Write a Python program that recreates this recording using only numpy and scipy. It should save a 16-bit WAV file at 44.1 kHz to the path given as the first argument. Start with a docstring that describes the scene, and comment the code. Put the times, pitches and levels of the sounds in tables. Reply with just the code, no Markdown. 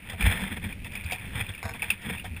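"""Clothing rubs over the plastic case of a body-worn camera, on a small boat on a quiet river.
As the wearer turns, tiny slips of the cloth rustle and rumble through the case. The camera's
mount sticks and slips with sharp ticks, and the case bumps dully against the body.
Feet and gear knock and scuff on the hull, a boot creaks, and water laps faintly against the boat."""
import sys
import numpy as np
from scipy import signal
from scipy.fft import rfft, irfft
from scipy.io import wavfile

SR = 44100
rng = np.random.default_rng(int(sys.argv[2]) if len(sys.argv) > 2 else 0)


def generate_wav(sig):
    """Save sig (samples, or channels by samples) to the path in sys.argv[1] as 16-bit PCM at SR."""
    pcm = np.round(np.clip(np.atleast_2d(sig).T, -1, 1) * 32767).astype(np.int16)
    wavfile.write(sys.argv[1], SR, pcm)


N = 105840
TIME = np.arange(N) / SR


def cloth_rubbing():
    """Each stroke swells and fades: fibres slip over the case in a dense rustle while it rumbles."""
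    # strokes of cloth: loudest at t/s, rise/s, fall/s, rustle level/dB, rumble level/dB
    strokes = [(0.122, 0.11, 0.048, -40.5, -55), (.218, 0.037, 0.053, -29, -30),
               (0.264, 0.025, 0.025, -22, -27.5), (0.311, 0.082, 0.13, -28, -34.5),
               (0.426, 0.089, 0.12, -32, -36.5), (0.52, 0.025, 0.047, -35.5, -33),
               (0.571, 0.012, 0.015, -33.5, -29.5), (0.648, 0.046, 0.047, -38, -38),
               (0.705, 0.036, 0.039, -40.5, -40), (0.851, 0.0067, 0.042, -39, -48),
               (0.94, 0.029, 0.31, -45.5, -54), (1.127, 0.09, 0.094, -41.5, -43),
               (1.25, 0.11, 0.82, -45, -51), (1.377, 0.067, 0.082, -34, -37),
               (1.41, 0.027, 0.017, -32, -46), (1.495, 0.025, 0.023, -38.5, -38),
               (1.756, 0.023, 0.027, -41, -48), (1.84, 0.071, 0.18, -40, -49),
               (2.075, 0.089, 0.071, -36.5, -36), (2.104, 0.025, 0.022, -32, -31.5),
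               (2.14, 0.033, 0.07, -38, -42), (2.254, 0.015, 0.028, -38.5, -39),
               (2.368, 0.017, 0.036, -42, -57)]
    # tone of the rustle, heard through the case: f/Hz, relative level/dB
    rustle_tone = [(200, -2), (350, -25.5), (480, -3.5), (580, -11), (930, -3.5), (1150, -10.5), (1500, -5),
                   (1820, 2.5), (2080, -0.5), (2350, 1.5), (2700, -6), (2980, -12.5), (3200, -2),
                   (3570, -2.5), (3760, -22), (4150, -19), (4550, -37.5), (5100, -18.5), (5900, -47.5)]
    # tone of the case's rumble: f/Hz, relative level/dB
    rumble_tone = [(20, -26.5), (55, 1.5), (90, 3), (140, -10.5), (195, 1.5), (260, -8), (380, -17),
                   (800, -53.5)]
    rustle_power, rumble_power = 0, 0
    for peak_s, rise, fall, rustle_db, rumble_db in strokes:
        from_peak = np.maximum((peak_s - TIME) / rise, (TIME - peak_s) / fall)
        shape_db = -20 * from_peak ** 1.5   # a rounded hill, 20 dB down one rise or fall from its top
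        rustle_power += from_db(rustle_db + shape_db) ** 2
        rumble_power += from_db(rumble_db + shape_db) ** 2
    slips = tiny_slips(per_s=4500, spread_db=1.7)
    flutter = from_db(1.6 * drift(rate_hz=94))
    rustle = rms_one(slips * flutter) * np.sqrt(rustle_power)
    rumble = rng.standard_normal(N) * np.sqrt(rumble_power)
    return shape_tone(rustle, rustle_tone) + shape_tone(rumble, rumble_tone)


def mount_ticks():
    """Plastic sticks and slips: each snap chatters and rings at one pitch, then dies away in the case."""
    # ticks of the mount: t/s, relative level/dB, pitch f/Hz
    ticks = [(.099, -29.5, 1990), (.208, -22.5, 2340), (.225, -23, 2450), (0.24, -28, 2270),
             (0.567, -35, 2210), (.639, -32, 2310), (0.657, -42, 2300), (.707, -42, 2350),
             (0.725, -31.5, 2403), (.845, -37, 2630), (.867, -36.5, 2630), (.920, -42, 2450),
             (.934, -42, 2420), (0.953, -27.5, 2380), (.973, -40, 2480), (0.998, -37, 2360),
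             (1.009, -39, 2330), (1.061, -31.5, 2410), (1.079, -40, 2380), (1.098, -34, 2380),
             (1.11, -26.5, 2310), (1.123, -28, 2630), (1.131, -28.5, 2380), (1.148, -33.5, 2420),
             (1.183, -37, 2380), (1.195, -39, 2330), (1.221, -43, 2330), (1.408, -27, 2400),
             (1.444, -39, 2640), (1.465, -34, 2440), (1.49, -30.5, 3340), (1.537, -37.5, 2760),
             (1.548, -36.5, 2300), (1.578, -37, 2600), (1.590, -39, 2480), (1.693, -36, 2180),
             (1.715, -47, 2730), (1.737, -34, 2515), (1.795, -35.5, 2300), (1.820, -22.5, 2544),
             (1.826, -24, 2370), (1.842, -31, 2400), (1.884, -40, 2500), (1.9024, -14.5, 2646),
             (1.902, -30.5, 3600), (1.91, -24, 2370), (1.918, -28, 2420), (2.127, -35, 2380),
             (2.16, -38, 2720), (2.181, -33, 2580), (2.196, -31.5, 2790), (2.364, -35, 2630)]
    # faint creaking between the ticks: t/s, relative level/dB
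    creak_levels = [(0, -53.5), (.1, -39), (.45, -52), (.6, -50), (.9, -45.5), (.97, -39.5), (1.15, -37.5),
                    (1.3, -43), (1.5, -46), (1.9, -45), (2, -45), (2.2, -40.5), (2.31, -45.5), (2.4, -43)]
    # tone of the plastic: f/Hz, relative level/dB
    plastic_tone = [(150, -28), (500, -15.5), (850, -4), (1200, -1.5), (1800, 3.5), (2600, 6), (3050, -1),
                    (3550, 5.5), (3950, -8.5), (4500, -11.5), (5000, -4.5), (5900, -22)]
    ring_width_hz, tick_gain_db = 234, -25.5
    t, out = TIME[:SR // 5], np.zeros(N)
    swell = 1 - np.exp(-t / 0.0006)
    for start, db, hz in ticks:
        chatter, tail = rng.standard_normal((2, len(t))) * swell
        chatter = rms_one(chatter * fade(t, fade_s=0.036))
        push = rms_one(t == 0) + 0.46 * chatter   # one sharp click plus its chatter
        ring = resonance(resonance(push, hz, ring_width_hz), hz, ring_width_hz)
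        snap = rms_one(ring) + from_db(-1.5) * chatter
        tail = tail * fade(t, fade_s=0.11)
        case_tail = rms_one(resonance(tail, hz, width_hz=380)) + from_db(7) * rms_one(tail)
        tick = rms_one(snap + from_db(-10.5) * case_tail)
        add(out, start, from_db(db + tick_gain_db) * tick)
    slips = tiny_slips(per_s=200, spread_db=0.5) * from_db(level_curve(creak_levels))
    creak = resonance(slips, hz=2474, width_hz=305)
    return shape_tone(out + creak, plastic_tone)


def case_bumps():
    """The case bumps against the body: each soft blow swells and dies within a few slow vibrations."""
    # dull bumps: t/s, peak level/dB, pitch f/Hz, swell time/s
    bumps = [(0.119, -34, 87, 0.025), (0.223, -16, 57.7, 0.024), (0.264, -16, 91.3, 0.015),
             (.232, -29, 165, 0.012), (.42, -26, 193.4, 0.015), (0.648, -32, 89.5, 0.016),
             (.66, -33, 199, 0.015), (0.783, -38, 47.7, 0.017), (1.046, -27.5, 83, 0.014),
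             (1.355, -27.5, 88, 0.009), (1.409, -26.5, 101, 0.01), (1.482, -34.5, 101, 0.015),
             (1.641, -27, 93, 0.014), (1.645, -36.5, 209, 0.011), (1.916, -36.5, 200, 0.013),
             (2.083, -33.5, 68, 0.016), (2.098, -28, 181, .012), (2.302, -29, 79, 0.021)]
    t, out = TIME[:SR // 3], np.zeros(N)
    for start, db, hz, swell_s in bumps:
        loudness = (t / swell_s * np.exp(1 - t / swell_s)) ** 1.9
        add(out, start, from_db(db) * loudness * np.sin(2 * np.pi * hz * t))
    return out


def hull_knocks():
    """Each knock scuffs the hull and rings its natural notes, most of all those of the struck panel."""
    # feet and gear hitting the hull: t/s, relative ring level/dB, scuff level/dB, panel f/Hz
    knocks = [(.135, -38, -47, 696), (1.122, -32.5, -61, 749), (1.153, -37.5, -65, 790),
              (1.629, -33, -33, 790), (1.6535, -36, -31, 662), (1.690, -49, -38, 905),
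              (1.745, -37.5, -44, 820), (1.824, -32.5, -46, 850), (2.098, -36, -47, 460),
              (2.244, -39, -61, 735)]
    # the hull's natural notes: f/Hz, relative level/dB, time to fade by 60 dB/s
    hull_notes = [(460, -0.5, 0.12), (662, -2, 0.19), (735, 1.5, 0.085), (790, -8, 0.068),
                  (850, -5.5, 0.091), (926, -15, 0.12), (944, 0, 0.24)]
    # tone of the gritty scuff: f/Hz, relative level/dB
    scuff_tone = [(200, -5), (450, 3), (800, 7), (1150, 8), (1600, -1.5), (2200, 8.5), (2900, -12),
                  (3500, -23), (3900, -4), (4250, -9.5), (4800, -10), (5250, -0.5), (5600, -17),
                  (5950, -23)]
    panel_width_hz, other_notes_db = 36, -13.5
    t, rings, scuffs = TIME[:SR // 3], np.zeros(N), np.zeros(N)
    for start, db, scuff_db, panel_hz in knocks:
        for hz, note_db, fade_s in hull_notes:
            near_panel = np.exp(-((hz - panel_hz) / panel_width_hz) ** 2)
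            strength = (from_db(other_notes_db) + near_panel) * from_db(db + note_db)
            note = rng.choice([-1, 1]) * np.sin(2 * np.pi * hz * t)
            add(rings, start, strength * fade(t, fade_s) * note)
        grit = rng.standard_normal(len(t)) + 9 * (t == 0)   # noise that opens with a click
        add(scuffs, start, from_db(scuff_db) * fade(t, fade_s=0.05) * grit)
    return rings + shape_tone(scuffs, scuff_tone)


def boot_creak():
    """A sole sticks and slips on the deck in a quick, uneven run, and every slip rings briefly."""
    # strength of the slips: t/s, relative level/dB
    slip_levels = [(1.630, -41), (1.648, -38), (1.66, -38), (1.68, -40.5), (1.70, -36.5), (1.724, -52)]
    # notes that ring in the creak: f/Hz, width/Hz, relative level/dB
    creak_notes = [(464, 20, 3), (644, 22, -5), (770, 24, 5), (930, 32, 2), (1134, 57, -2), (1540, 82, 3.5),
                   (1860, 130, -3), (2380, 31, -4), (3610, 89, -7), (4230, 70, -12), (5210, 75, -5.5)]
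    slips_per_s, gap_spread, uneven_db, gain_db = 134, 0.14, 3.5, 35.5
    times, levels_db = np.transpose(slip_levels)
    gap_jitter, level_jitter = rng.standard_normal((2, 16))
    slip_times = times[0] + np.cumsum(1 + gap_spread * gap_jitter) / slips_per_s
    strengths = from_db(np.interp(slip_times, times, levels_db) + uneven_db * level_jitter)
    slips, out = np.zeros(N), np.zeros(N)
    slips[(slip_times * SR).astype(int)] = strengths * (slip_times < times[-1])
    for k, (hz, width_hz, db) in enumerate(creak_notes):
        out += (-1) ** k * from_db(db) * resonance(slips, hz, width_hz)   # every other note is flipped
    return from_db(gain_db) * out


def bright_bursts():
    """Bright, gritty bursts: the sharp edge of the mount's ticks, and short scuffs between them."""
    # bursts of noise: t/s, level/dB, time to fade by 60 dB/s
    bursts = [(.098, -39, 0.045), (.207, -38.5, 0.033), (.224, -36, 0.034), (.405, -44.5, 0.17),
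              (.844, -46, 0.07), (.920, -50, .11), (.952, -40, .035), (1.120, -29, 0.078),
              (1.128, -36, 0.042), (1.518, -46, .025), (1.551, -52, .07), (1.903, -29.5, 0.034),
              (2.018, -50, 0.12), (2.241, -44, 0.12)]
    # tone of the bursts: f/Hz, relative level/dB
    burst_tone = [(300, -10.5), (750, 3.5), (1300, -16), (2500, -1), (3500, 5), (4200, -15), (5000, -2),
                  (5900, -11.5)]
    t, out = TIME[:SR // 5], np.zeros(N)
    for start, db, fade_s in bursts:
        add(out, start, from_db(db) * fade(t, fade_s) * rng.standard_normal(len(t)))
    return shape_tone(out, burst_tone)


def squeak():
    """One tiny, rough squeak that falls in pitch."""
    start_s, length_s, glide_s = 1.041, 0.013, 0.0065
    from_hz, towards_hz = 5700, 3100
    progress = np.clip((TIME - start_s) / length_s, 0, 1)
    glide_hz = towards_hz + (from_hz - towards_hz) * np.exp(-progress * length_s / glide_s)
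    rough_hz = glide_hz * (1 + 0.16 * drift(rate_hz=378))
    loudness = from_db(-46) * np.sqrt(4 * progress * (1 - progress))
    return loudness * np.sin(2 * np.pi * np.cumsum(rough_hz) / SR)


def water():
    """A low wash against the hull swells with the ripples, over the faint, steady hiss of the river."""
    # rise and fall of the wash: t/s, level/dB
    wash_levels = [(0, -51.5), (.1, -48.5), (.3, -42.5), (.7, -41.5), (.9, -43.5), (1.15, -48.5),
                   (1.32, -39), (1.5, -47), (1.58, -53.5), (1.72, -44), (1.87, -49), (1.94, -45),
                   (2.0, -58), (2.17, -41), (2.27, -42), (2.4, -43.5)]
    # tone of water against the hull: f/Hz, relative level/dB
    wash_tone = [(20, 0.5), (50, 3.5), (100, 5.5), (140, -1), (200, 1), (350, -14.5), (700, -23),
                 (1300, -36), (3500, -37.5)]
    # tone of the river's hiss: f/Hz, relative level/dB
    river_tone = [(100, 9.5), (700, -8), (1300, -9), (2300, 3), (3500, -10.5), (4500, -18), (5900, -23)]
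    noise = rng.standard_normal(N)
    ripples_db = 1.5 * drift(rate_hz=6)
    wash = shape_tone(noise * from_db(level_curve(wash_levels) + ripples_db), wash_tone)
    hiss = from_db(-50.5) * shape_tone(rng.standard_normal(N), river_tone)
    return wash + hiss


def from_db(db):
    """Turn decibels into a number to multiply by."""
    return 10 ** (np.asarray(db) / 20)


def rms_one(x):
    """Scale a sound so that its average size (root mean square) is 1."""
    return x / np.sqrt(np.mean(x ** 2) + 1e-20)


def add(out, start_s, x):
    """Mix the sound x into out, beginning at start_s."""
    i = max(int(start_s * SR), 0)
    out[i:i + len(x)] += x[:max(N - i, 0)]


def level_curve(points):
    """Join (time, level) points with straight lines, one value for each sample."""
    return np.interp(TIME, *np.transpose(points))


def fade(t, fade_s):
    """Die away from 1, losing 60 dB every fade_s seconds."""
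    return np.exp(-np.log(1000) * t / fade_s)


def drift(rate_hz):
    """Smooth random wandering of typical size 1; a higher rate wanders faster."""
    r = np.exp(-2 * np.pi * rate_hz / SR)
    return rms_one(signal.lfilter([1], [1, -2 * r, r * r], rng.standard_normal(N + SR))[SR:])


def tiny_slips(per_s, spread_db):
    """Tiny clicks of uneven size at random moments, as when one surface catches on another."""
    sizes = from_db(spread_db * np.minimum(rng.exponential(1, N), 4)) * rng.choice([-1, 1], N)
    return rms_one(sizes * (rng.random(N) < per_s / SR))


def resonance(x, hz, width_hz):
    """Make x ring at one pitch; a narrower width rings longer."""
    r = np.exp(-np.pi * width_hz / SR)
    feedback = [1, -2 * r * np.cos(2 * np.pi * hz / SR), r * r]
    return signal.lfilter(np.array([1, 0, -1]) * (1 - r * r) / 2, feedback, x + 1e-18)


def shape_tone(x, tone):
    """Filter x by (f/Hz, level/dB) points and cut the high treble; white noise keeps its level."""
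    size, top_hz = 2 ** 17, 6500
    hz, db = np.transpose(tone)
    grid_hz = np.arange(size // 2 + 1) * SR / size + 1
    top_cut = 1 / (1 + (grid_hz / top_hz) ** 20)
    gain = rms_one(from_db(np.interp(np.log(grid_hz), np.log(hz), db)) * top_cut)
    # these steps make the filter ring only after a sound, never before it
    cepstrum = irfft(np.log(gain + 1e-6))
    cepstrum[1:size // 2] *= 2
    cepstrum[size // 2 + 1:] = 0
    return irfft(rfft(x, size) * np.exp(rfft(cepstrum)))[:len(x)]


def scene():
    """All the sounds add up at the one microphone."""
    mix = water() + cloth_rubbing() + mount_ticks() + case_bumps()
    mix += hull_knocks() + boot_creak() + bright_bursts() + squeak()
    return mix[None]


def record(dry):
    """The camera samples slowly and holds each value, mirroring sound into the treble; the top is cut."""
    camera_rate_hz, top_hz = 12000, 15250
    slow = signal.resample_poly(dry, camera_rate_hz, SR, axis=1)
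    held = np.repeat(slow, 4, axis=1)
    full_rate = signal.resample_poly(held, SR, 4 * camera_rate_hz, axis=1)[:, :N]
    top_cut = signal.ellip(10, 0.3, 70, top_hz, fs=SR, output="sos")
    return signal.sosfilt(top_cut, full_rate)


dry = scene()
out = record(dry)
generate_wav(out)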